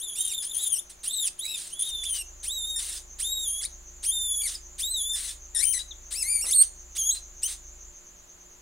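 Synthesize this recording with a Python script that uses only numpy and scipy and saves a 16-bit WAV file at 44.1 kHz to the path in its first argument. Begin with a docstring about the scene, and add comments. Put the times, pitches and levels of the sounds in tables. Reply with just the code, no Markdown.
"""In a terrarium, newborn mice squeal in front of a big frog that lunges once through the soil.
Each squeal is a stack of jittering overtones shaped by throat and mouth: rough when low, a clear whistle when high.
Squeals often break into a hiss of noise with scraps of croak; a second pup joins in, and thin peeps follow some cries.
Two swelling bands of noise make a thin pulsing whine, like a box of feeder crickets.
Sine tones make the hum and drone of appliances, and soft noise fills the room."""
import sys
import numpy as np
from scipy import signal
from scipy.fft import rfft, irfft
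from scipy.io import wavfile
from scipy.ndimage import map_coordinates

SR = 44100
rng = np.random.default_rng(int(sys.argv[2]) if len(sys.argv) > 2 else 0)


def transcribe(signal):
    """Save signal, clipped to [-1, 1], as a 16-bit WAV file at the path in sys.argv[1]."""
    frames = np.atleast_2d(signal).T
    limited = np.clip(frames, -1, 1)
    pcm = np.round(limited * 32767).astype(np.int16)
    wavfile.write(sys.argv[1], SR, pcm)


N = 379701   # length in samples
TIME = np.arange(N) / SR
FREQS = np.arange(N // 2 + 1) * SR / N
CUTOFF_HZ = 15750
HOARSE_JITTER = 0.017   # pitch jitter of a fully hoarse voice, as a share of the pitch


def from_db(db):
    """Turn decibels into a factor."""
    return 10 ** (np.asarray(db) / 20)


def rms_one(x):
    """Scale a sound to an rms of 1."""
    return x / np.sqrt(np.mean(x ** 2) + 1e-20)


def in_time(rows, t=TIME):
    """Read the columns of a curve at times t, along straight lines between its rows."""
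    s, *columns = np.transpose(rows)
    return [np.interp(t, s, column) for column in columns]


def at_hz(points, hz):
    """Read a spectrum in dB on a log-frequency axis."""
    f, db = np.transpose(points)
    return np.interp(np.log(hz + 1e-9), np.log(f), db)


def noise(gain):
    """Noise with the given relative gain at each frequency; rms 1."""
    spectrum = rfft(rng.standard_normal(N)) * gain
    return rms_one(irfft(spectrum, N))


def drift(rate, t=TIME):
    """A smooth random wander that turns about rate times a second; spread near 1."""
    knots = rng.standard_normal(2 ** 13)
    return map_coordinates(knots, [(t - t[0]) * rate], order=2, mode="wrap")


def gate(t, start, end, rise, fall):
    """Open from start to end, with sloping flanks that are half open at those moments."""
    opening = np.clip((t - start) / rise + .5, 0, 1)
    closing = np.clip((end - t) / fall + .5, 0, 1)
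    return opening * closing


def stretch(start, end):
    """The samples of one call, their times, its fade in and out, and its progress from -1 to 1."""
    fade = gate(TIME, start, end, .006, .014)
    at = fade > 0
    t = TIME[at]
    return at, t, fade[at], np.interp(t, [start, end], [-1, 1])


def rasp_of(pitch, clear_hz=3550, span_hz=1100):
    """Slack folds vibrate unevenly, tight ones whistle: 1 rough, 0 clear."""
    return np.clip((clear_hz - pitch) / span_hz, 0, 1)


def harmonics(t, pitch, jitter, rough_jitter, mouth_db=13, wander=0.0032, shimmer_db=1.9, wobble_db=2.5,
              mouth_width_hz=560, count=6):
    """The partials of jittering folds, and the gain that throat and mouth give to each."""
    # How strongly the throat passes each frequency. Each row: frequency in Hz, gain in dB.
    throat = [(1500, -30), (2200, -17.5), (3000, -20), (3750, -6.5), (4300, -15.5), (4800, -6.5),
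              (6500, -10), (7800, -5), (11000, -7.5), (12100, -21), (13100, -16.5)]
    # Where the mouth resonates sharply. Each row: time in seconds, frequency in Hz.
    mouth = [(6.52, 9400), (6.56, 9000), (6.65, 9370), (6.96, 6460), (7.15, 6850), (7.43, 8050)]
    rasp = rasp_of(pitch)
    unsteady = wander * drift(150, t) + (jitter + rough_jitter * rasp) * drift(1700, t)
    phase = 2 * np.pi * np.cumsum(pitch * (1 + unsteady)) / SR
    k = np.arange(1, count + 1)[:, None]
    partial_hz = k * pitch
    mouth_hz, = in_time(mouth, t)
    mouth_boost_db = mouth_db / (1 + ((partial_hz - mouth_hz) / mouth_width_hz) ** 2)
    gain = from_db(at_hz(throat, partial_hz) + mouth_boost_db)
    # each partial wobbles in level on its own, and splinters when the folds are slack or hoarse
    splinter = np.minimum(rasp + (jitter / .011) ** 2, 1.5)
    swing_db = np.array([wobble_db * drift(70, t) + shimmer_db * splinter * drift(600, t) for _ in k])
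    partials = np.sqrt(2) * np.sin(k * phase) * from_db(swing_db)
    return partials, gain * (partial_hz < CUTOFF_HZ)


def blend(partials, gain):
    """Sum the partials to an rms near 1."""
    return (partials * gain).sum(0) / np.sqrt((gain ** 2).sum(0) + 1e-20)


def scooped(t, start, end, held, slack_share=0.44, bend_power=1.8):
    """Pitch and slackness 0-1: folds tighten up to the held pitch, and slacken if the squeal outlasts it."""
    pitch, = in_time(held, t)
    first_s, last_s = held[0][0], held[-1][0]
    scoop = (first_s - t) / max(first_s - start, .02)
    drop = (t - last_s) / max(end - last_s, .02)
    slack = np.clip(np.maximum(scoop, drop), 0, 1) ** bend_power
    # fully slack folds vibrate at slack_share of the held pitch
    return pitch * (1 - (1 - slack_share) * slack), slack


def pup(air, leak_db=-7, slack_loss_db=9, slack_jitter=0.013, rough_share=1.6, puff_db=-38,
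        puff_lead_s=0.0096, puff_s=0.037, tremble_db=3.5, doubling_db=-3):
    """The near pup: partials flare as they glide through resonances, and slack folds leak air."""
    # The squeals. Each row: start and end in seconds, strength of the fundamental and of the overtones in dB
    # (before throat and mouth shape them), swell from start to end in dB, pitch jitter as a share of the pitch.
    squeals = [ (0.0, 0.434, -32.5, -36, 3.5, 0.016), (0.448, 0.799, -33, -35.5, 8, 0.014),
               (1.042, 1.289, -31, -30.5, 5.5, 0.0094), (1.388, 1.618, -31.5, -41, -1, 0.014),
               (1.703, 2.221, -28.5, -42, 14, 0.01), (2.44, 2.804, -27, -34, -3, 0.0036),
               (3.197, 3.613, -27, -32, -3, 0.0056), (3.612, 3.658, -31.5, -37.5, 4, 0.013),
               (4.038, 4.42, -25.5, -29, 0, 0.00087), (4.415, 4.505, -26.5, -33.5, 9, 0.0077),
               (4.792, 5.16, -24.5, -30.5, -2, 0.0025), (5.549, 5.785, -26, -31.5, 0, 0.0089),
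               (6.117, 6.469, -27.5, -33, -1.5, 0.0034), (6.466, 6.626, -25, -24.5, 19.5, 0.0098),
               (6.962, 7.145, -25.5, -29, 4.5, 0.0066), (7.429, 7.473, -23, -29.5, 3.5, 0.0055), ]
    # The pitch that each squeal holds, one list per squeal. Each row: time in seconds, pitch in Hz.
    held_pitches = [
        [(0.0, 2840), (0.033, 3695), (0.116, 3273), (0.211, 3710), (0.372, 3633), (0.43, 3330)],
        [(0.445, 3030), (0.512, 3625), (0.564, 3134), (0.62, 3906), (0.729, 3160), (0.772, 2730), (0.802, 3640)],
        [(1.14, 4084), (1.24, 3464)],
        [(1.392, 3110), (1.43, 3890), (1.535, 3850), (1.58, 3290)],
        [(1.71, 2810), (1.755, 3360), (1.81, 3445), (1.86, 3736), (2.018, 3478), (2.084, 3506), (2.11, 3160),
         (2.235, 2695)],
        [(2.54, 3910), (2.63, 3570), (2.69, 3758), (2.795, 3626)],
        [(3.26, 3630), (3.334, 3827), (3.433, 3706), (3.481, 3205), (3.62, 3413)],
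        [(3.617, 2165), (3.632, 1462), (3.655, 2430)],
        [(4.075, 3240), (4.104, 3160), (4.126, 3657), (4.264, 3560), (4.306, 3415), (4.414, 3370)],
        [(4.416, 2326), (4.445, 2290)],
        [(4.85, 3700), (4.922, 4115), (5.016, 3336), (5.108, 3588), (5.16, 3516)],
        [(5.547, 1912), (5.59, 1772), (5.641, 2350), (5.651, 3060), (5.727, 3122), (5.743, 2032), (5.803, 1938)],
        [(6.19, 2700), (6.222, 2610), (6.238, 1998), (6.313, 2410), (6.409, 2220), (6.428, 2810), (6.445, 2800)],
        [(6.472, 1974), (6.508, 2163), (6.55, 4560), (6.57, 4270), (6.597, 4240), (6.629, 4445)],
        [(6.988, 3390), (7.029, 3145), (7.069, 3384), (7.107, 3253), (7.117, 4017), (7.15, 4060)],
        [(7.44, 2895), (7.48, 3275)],
    ]
    # When the folds double their period, so tones appear between the partials. Each row: start, end in seconds.
    doublings = [(2.76, 3.1), (5.133, 5.165)]
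    out = np.zeros(N)
    doubled = sum(gate(TIME, start, end, .005, .005) for start, end in doublings)
    for (start, end, low_db, high_db, swell_db, jitter), held in zip(squeals, held_pitches):
        at, t, fade, progress = stretch(start, end)
        pitch, slack = scooped(t, start, end, held)
        partials, gain = harmonics(t, pitch, jitter, rough_share * jitter + slack_jitter * slack)
        voice = partials * gain * from_db(-slack_loss_db * slack)
        # odd partials of half the pitch lie between the main ones
        partials, gain = harmonics(t, pitch / 2, jitter, HOARSE_JITTER)
        between = doubled[at] * from_db(doubling_db) * (partials * gain)[::2].sum(0)
        hoarse = jitter / HOARSE_JITTER   # hoarse squeals leak more air and tremble more
        leak = air[at] * from_db(leak_db) * rasp_of(pitch) ** 2 * hoarse
        effort = fade * from_db(swell_db * progress / 2 + tremble_db * hoarse * drift(110.3, t))
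        overtones = voice[1:].sum(0) + between + leak
        out[at] += effort * (from_db(low_db) * voice[0] + from_db(high_db) * overtones)
        # if the folds start slack, a puff of air escapes around the moment they begin to sound
        at, t, fade, _ = stretch(start - puff_lead_s, end)
        puff = air[at] * from_db(puff_db) * np.exp(-np.abs(t - start) / puff_s)
        out[at] += slack[0] * fade * puff
    return out


def whine(low_hz=6350, high_hz=7000, width_hz=430, low_db=-2.5, high_db=-5, low_swell_db=7, high_swell_db=5,
          lag_cycles=0.45):
    """A blurred chorus of two shrill noise bands; each swell starts in the lower and climbs to the upper."""
    # Swells, evenly spread between these moments. Each row: time in seconds, number of swells since the last row.
    swell_counts = [(0, 0), (1.45, 10), (2.28, 6), (3.12, 6), (4.66, 10), (6.07, 9), (7.97, 13), (8.64, 6)]
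    # Loudness before the swells and reflections. Each row: time in seconds, level in dB.
    loudness = [(1.3, -57), (2.3, -51.5), (7.85, -50.5), (8.2, -55)]
    s, swells = np.transpose(swell_counts)
    cycle = np.interp(TIME, s, np.cumsum(swells))
    low, high = (noise(1 / (1 + ((FREQS - hz) / width_hz) ** 4)) for hz in (low_hz, high_hz))
    level_db, = in_time(loudness)
    low_swing_db = low_swell_db * np.cos(2 * np.pi * cycle)
    high_swing_db = high_swell_db * np.cos(2 * np.pi * (cycle - lag_cycles))
    chorus = low * from_db(low_db + low_swing_db) + high * from_db(high_db + high_swing_db)
    return from_db(level_db) * chorus


def appliances(drone_on_s=1.92, drone_off_s=7.92):
    """Sine tones: a lasting hum that wavers in level, and a motor's deep drone that switches on and off."""
    # The tones of the hum. Each row: frequency in Hz, middle level in dB.
    hum_tones = [(177.6, -75), (355.3, -69.5), (592.2, -75)]
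    # The tones of the drone. Each row: frequency in Hz, level in dB.
    drone_tones = [(32.3, -53), (59.2, -54)]
    hum = sum(from_db(db + drift(12)) * np.sin(2 * np.pi * hz * TIME) for hz, db in hum_tones)
    drone = sum(from_db(db) * np.sin(2 * np.pi * hz * TIME) for hz, db in drone_tones)
    running = gate(TIME, drone_on_s, drone_off_s, 0.019, 0.027)
    return np.sqrt(2) * (hum + drone * running)   # root 2 makes the levels rms


def room_noise(level_db=-57.5, side_db=-3, wide_hz=220):
    """Soft noise, nearly alike on both sides in the bass and wider above."""
    # The colour of the room noise. Each row: frequency in Hz, relative strength in dB.
    room_spectrum = [(55, 7.5), (130, -8), (900, -9.5), (12000, -22)]
    colour = from_db(at_hz(room_spectrum, FREQS))
    middle = noise(colour)
    side = from_db(side_db) * noise(colour * FREQS / (FREQS + wide_hz))
    return from_db(level_db) * (middle + side * np.array([[1], [-1]]))


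def sibling(air, air_db=-9, arch_power=2.6, flutter_db=3.5):
    """The second pup cries lower and hoarser, in quavering arches of pitch mixed with air."""
    # The cries, one arch each. Each row: start and end in seconds, first, top and last pitch in Hz,
    # strength of the fundamental and of the overtones in dB (before throat and mouth shape them).
    cries = [ (0.156, 0.332, 2400, 3200, 2246, -32, -37.5), (0.333, 0.35, 2310, 3430, 3320, -29, -40),
             (0.546, 0.683, 3025, 3364, 3110, -33, -35), (1.044, 1.284, 2270, 3737, 2520, -31.5, -48.5),
             (1.441, 1.564, 2040, 2650, 2350, -32, -44), (1.791, 1.91, 3160, 3345, 2770, -34.5, -37.5),
             (2.034, 2.115, 1820, 3300, 3010, -28, -39.5), (5.562, 5.646, 1690, 1735, 1600, -34, -42), ]
    out = np.zeros(N)
    for start, end, first_hz, top_hz, last_hz, low_db, high_db in cries:
        at, t, fade, progress = stretch(start, end)
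        edge_hz = np.where(progress < 0, first_hz, last_hz)
        pitch = top_hz + (edge_hz - top_hz) * np.abs(progress) ** arch_power
        quavering = pitch * (1 + HOARSE_JITTER * drift(70, t))
        partials, gain = harmonics(t, quavering, HOARSE_JITTER, HOARSE_JITTER, count=5)
        voice = partials * gain * from_db(flutter_db * drift(170, t))
        overtones = voice[1:].sum(0) + from_db(air_db) * air[at]
        out[at] += fade * (from_db(low_db) * voice[0] + from_db(high_db) * overtones)
    return out


def hisses(air, croak_hz=1850, croak_db=3, sag_db_per_s=18, release_s=.02):
    """Air forced through open, chaotically flapping folds: scraps of croak in a hiss that dies away."""
    # When the voice breaks. Each row: start and end in seconds, starting level of the air in dB.
    breaks = [(0.419, 0.448, -39.5), (0.893, 0.903, -43.5), (1.223, 1.277, -43), (1.562, 1.676, -40),
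              (2.137, 2.173, -35.5), (2.784, 2.979, -35), (4.476, 4.546, -38), (5.151, 5.318, -35),
              (5.785, 5.792, -35.5), (6.617, 6.628, -34.5), (7.142, 7.167, -39.5), (7.47, 7.528, -35.5)]
    out = np.zeros(N)
    for start, end, db in breaks:
        at = (TIME > start) & (TIME < end + 10 * release_s)
        t = TIME[at]
        effort = np.minimum((t - start) / .008, 1) * np.exp(-np.maximum(t - end, 0) / release_s)
        croak = 0
        for _ in range(2):   # two ways of flapping come and go independently
            wandering_hz = croak_hz * np.exp(.09 * drift(30, t))
            partials, gain = harmonics(t, wandering_hz, .008, .008, mouth_db=7, count=5)
            presence = np.clip(.5 + drift(70, t), 0, 1)
            croak = croak + blend(partials, gain) * presence
        level_db = db - sag_db_per_s * (t - start)
        out[at] += effort * from_db(level_db) * (air[at] + from_db(croak_db) * croak / 2)
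    return out


def peeps():
    """Short, nearly pure whistles; the last is the room ringing on after a squeal."""
    # Thin whistles after some squeals. Each row: start and length in seconds, first and last pitch in Hz,
    # level in dB before its fade and wobble.
    whistles = [(3.656, 0.013, 3700, 4470, -35.5), (4.551, 0.012, 5200, 4700, -33),
                (5.79, 0.034, 3750, 4000, -38), (5.908, 0.018, 4050, 3290, -44),
                (7.148, 0.037, 4094, 4060, -42)]
    out = np.zeros(N)
    for start, length, first_hz, last_hz, level_db in whistles:
        at, t, fade, progress = stretch(start, start + length)
        pitch = np.interp(progress, [-1, 1], [first_hz, last_hz])
        partials, _ = harmonics(t, pitch, .006, 0, count=1)
        out[at] += fade * from_db(level_db) * partials[0]
    return out


def lunge(start_s=6.44, level_db=-48, decay_s=0.056, edge_hz=1500):
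    """A short scuff of dull noise that starts at once and dies away, as the frog shoves the soil."""
    crumbs = noise(FREQS / (FREQS + edge_hz / 10) / (1 + (FREQS / edge_hz) ** 2))
    return from_db(level_db) * crumbs * (TIME >= start_s) * np.exp(-np.abs(TIME - start_s) / decay_s)


def terrarium(x, walls_db=-10, walls_t60=0.18, tail_db=-17, tail_t60=0.423, tail_edge_hz=5000):
    """Add quick wall reflections and a faint, duller room tail: fading noise, different for each ear."""
    t = TIME[:SR // 2]

    def echoes(db, t60):
        """Noise that falls by 60 dB in t60 seconds, scaled so that its total energy is set by db."""
        fading = rng.standard_normal((2, len(t))) * np.exp(-np.log(1000) * t / t60)
        return from_db(db) * rms_one(fading) / np.sqrt(len(t))

    walls, tail = echoes(walls_db, walls_t60), echoes(tail_db, tail_t60)
    dull = signal.butter(2, tail_edge_hz, fs=SR, output="sos")
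    response = walls + signal.sosfilt(dull, tail)
    return x + signal.fftconvolve(x[None], response, axes=1)[:, :N]


def scene(sway_db=2.0, sways_per_s=18):
    """The voices and the scuff shift between left and right; all other sounds keep their place."""
    # The colour of air through the throat. Each row: frequency in Hz, relative strength in dB.
    air_spectrum = [(1100, -20.5), (2300, -14), (3900, -4.5), (6200, -11.5), (9300, 2.5), (11200, -16),
                    (12200, -16.5)]
    # Where the voices sit before the random sway. Each row: time in seconds, left minus right in dB.
    place = [(.7, 1.4), (1.2, 0), (5.35, .2), (5.55, 6.5), (6.3, 4), (6.55, -1.4), (7.0, 0)]
    bass_loss = np.minimum(FREQS / air_spectrum[0][0], 1) ** 2   # a tiny mouth radiates little bass
    air_colour = from_db(at_hz(air_spectrum, FREQS)) * bass_loss
    near = pup(noise(air_colour)) + sibling(noise(air_colour)) + hisses(noise(air_colour))
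    near = near + peeps() + lunge()
    # the left-right balance wanders at random
    pan_db = in_time(place)[0] + sway_db * drift(sways_per_s)
    panned = terrarium(near) * from_db([pan_db / 2, -pan_db / 2])
    return panned + terrarium(whine()) + appliances() + room_noise()


def record(dry):
    """A steep low-pass filter cuts off the top."""
    steep = signal.ellip(12, .1, 90, CUTOFF_HZ, fs=SR, output="sos")
    return signal.sosfilt(steep, dry)


dry = scene()
out = record(dry)
transcribe(out)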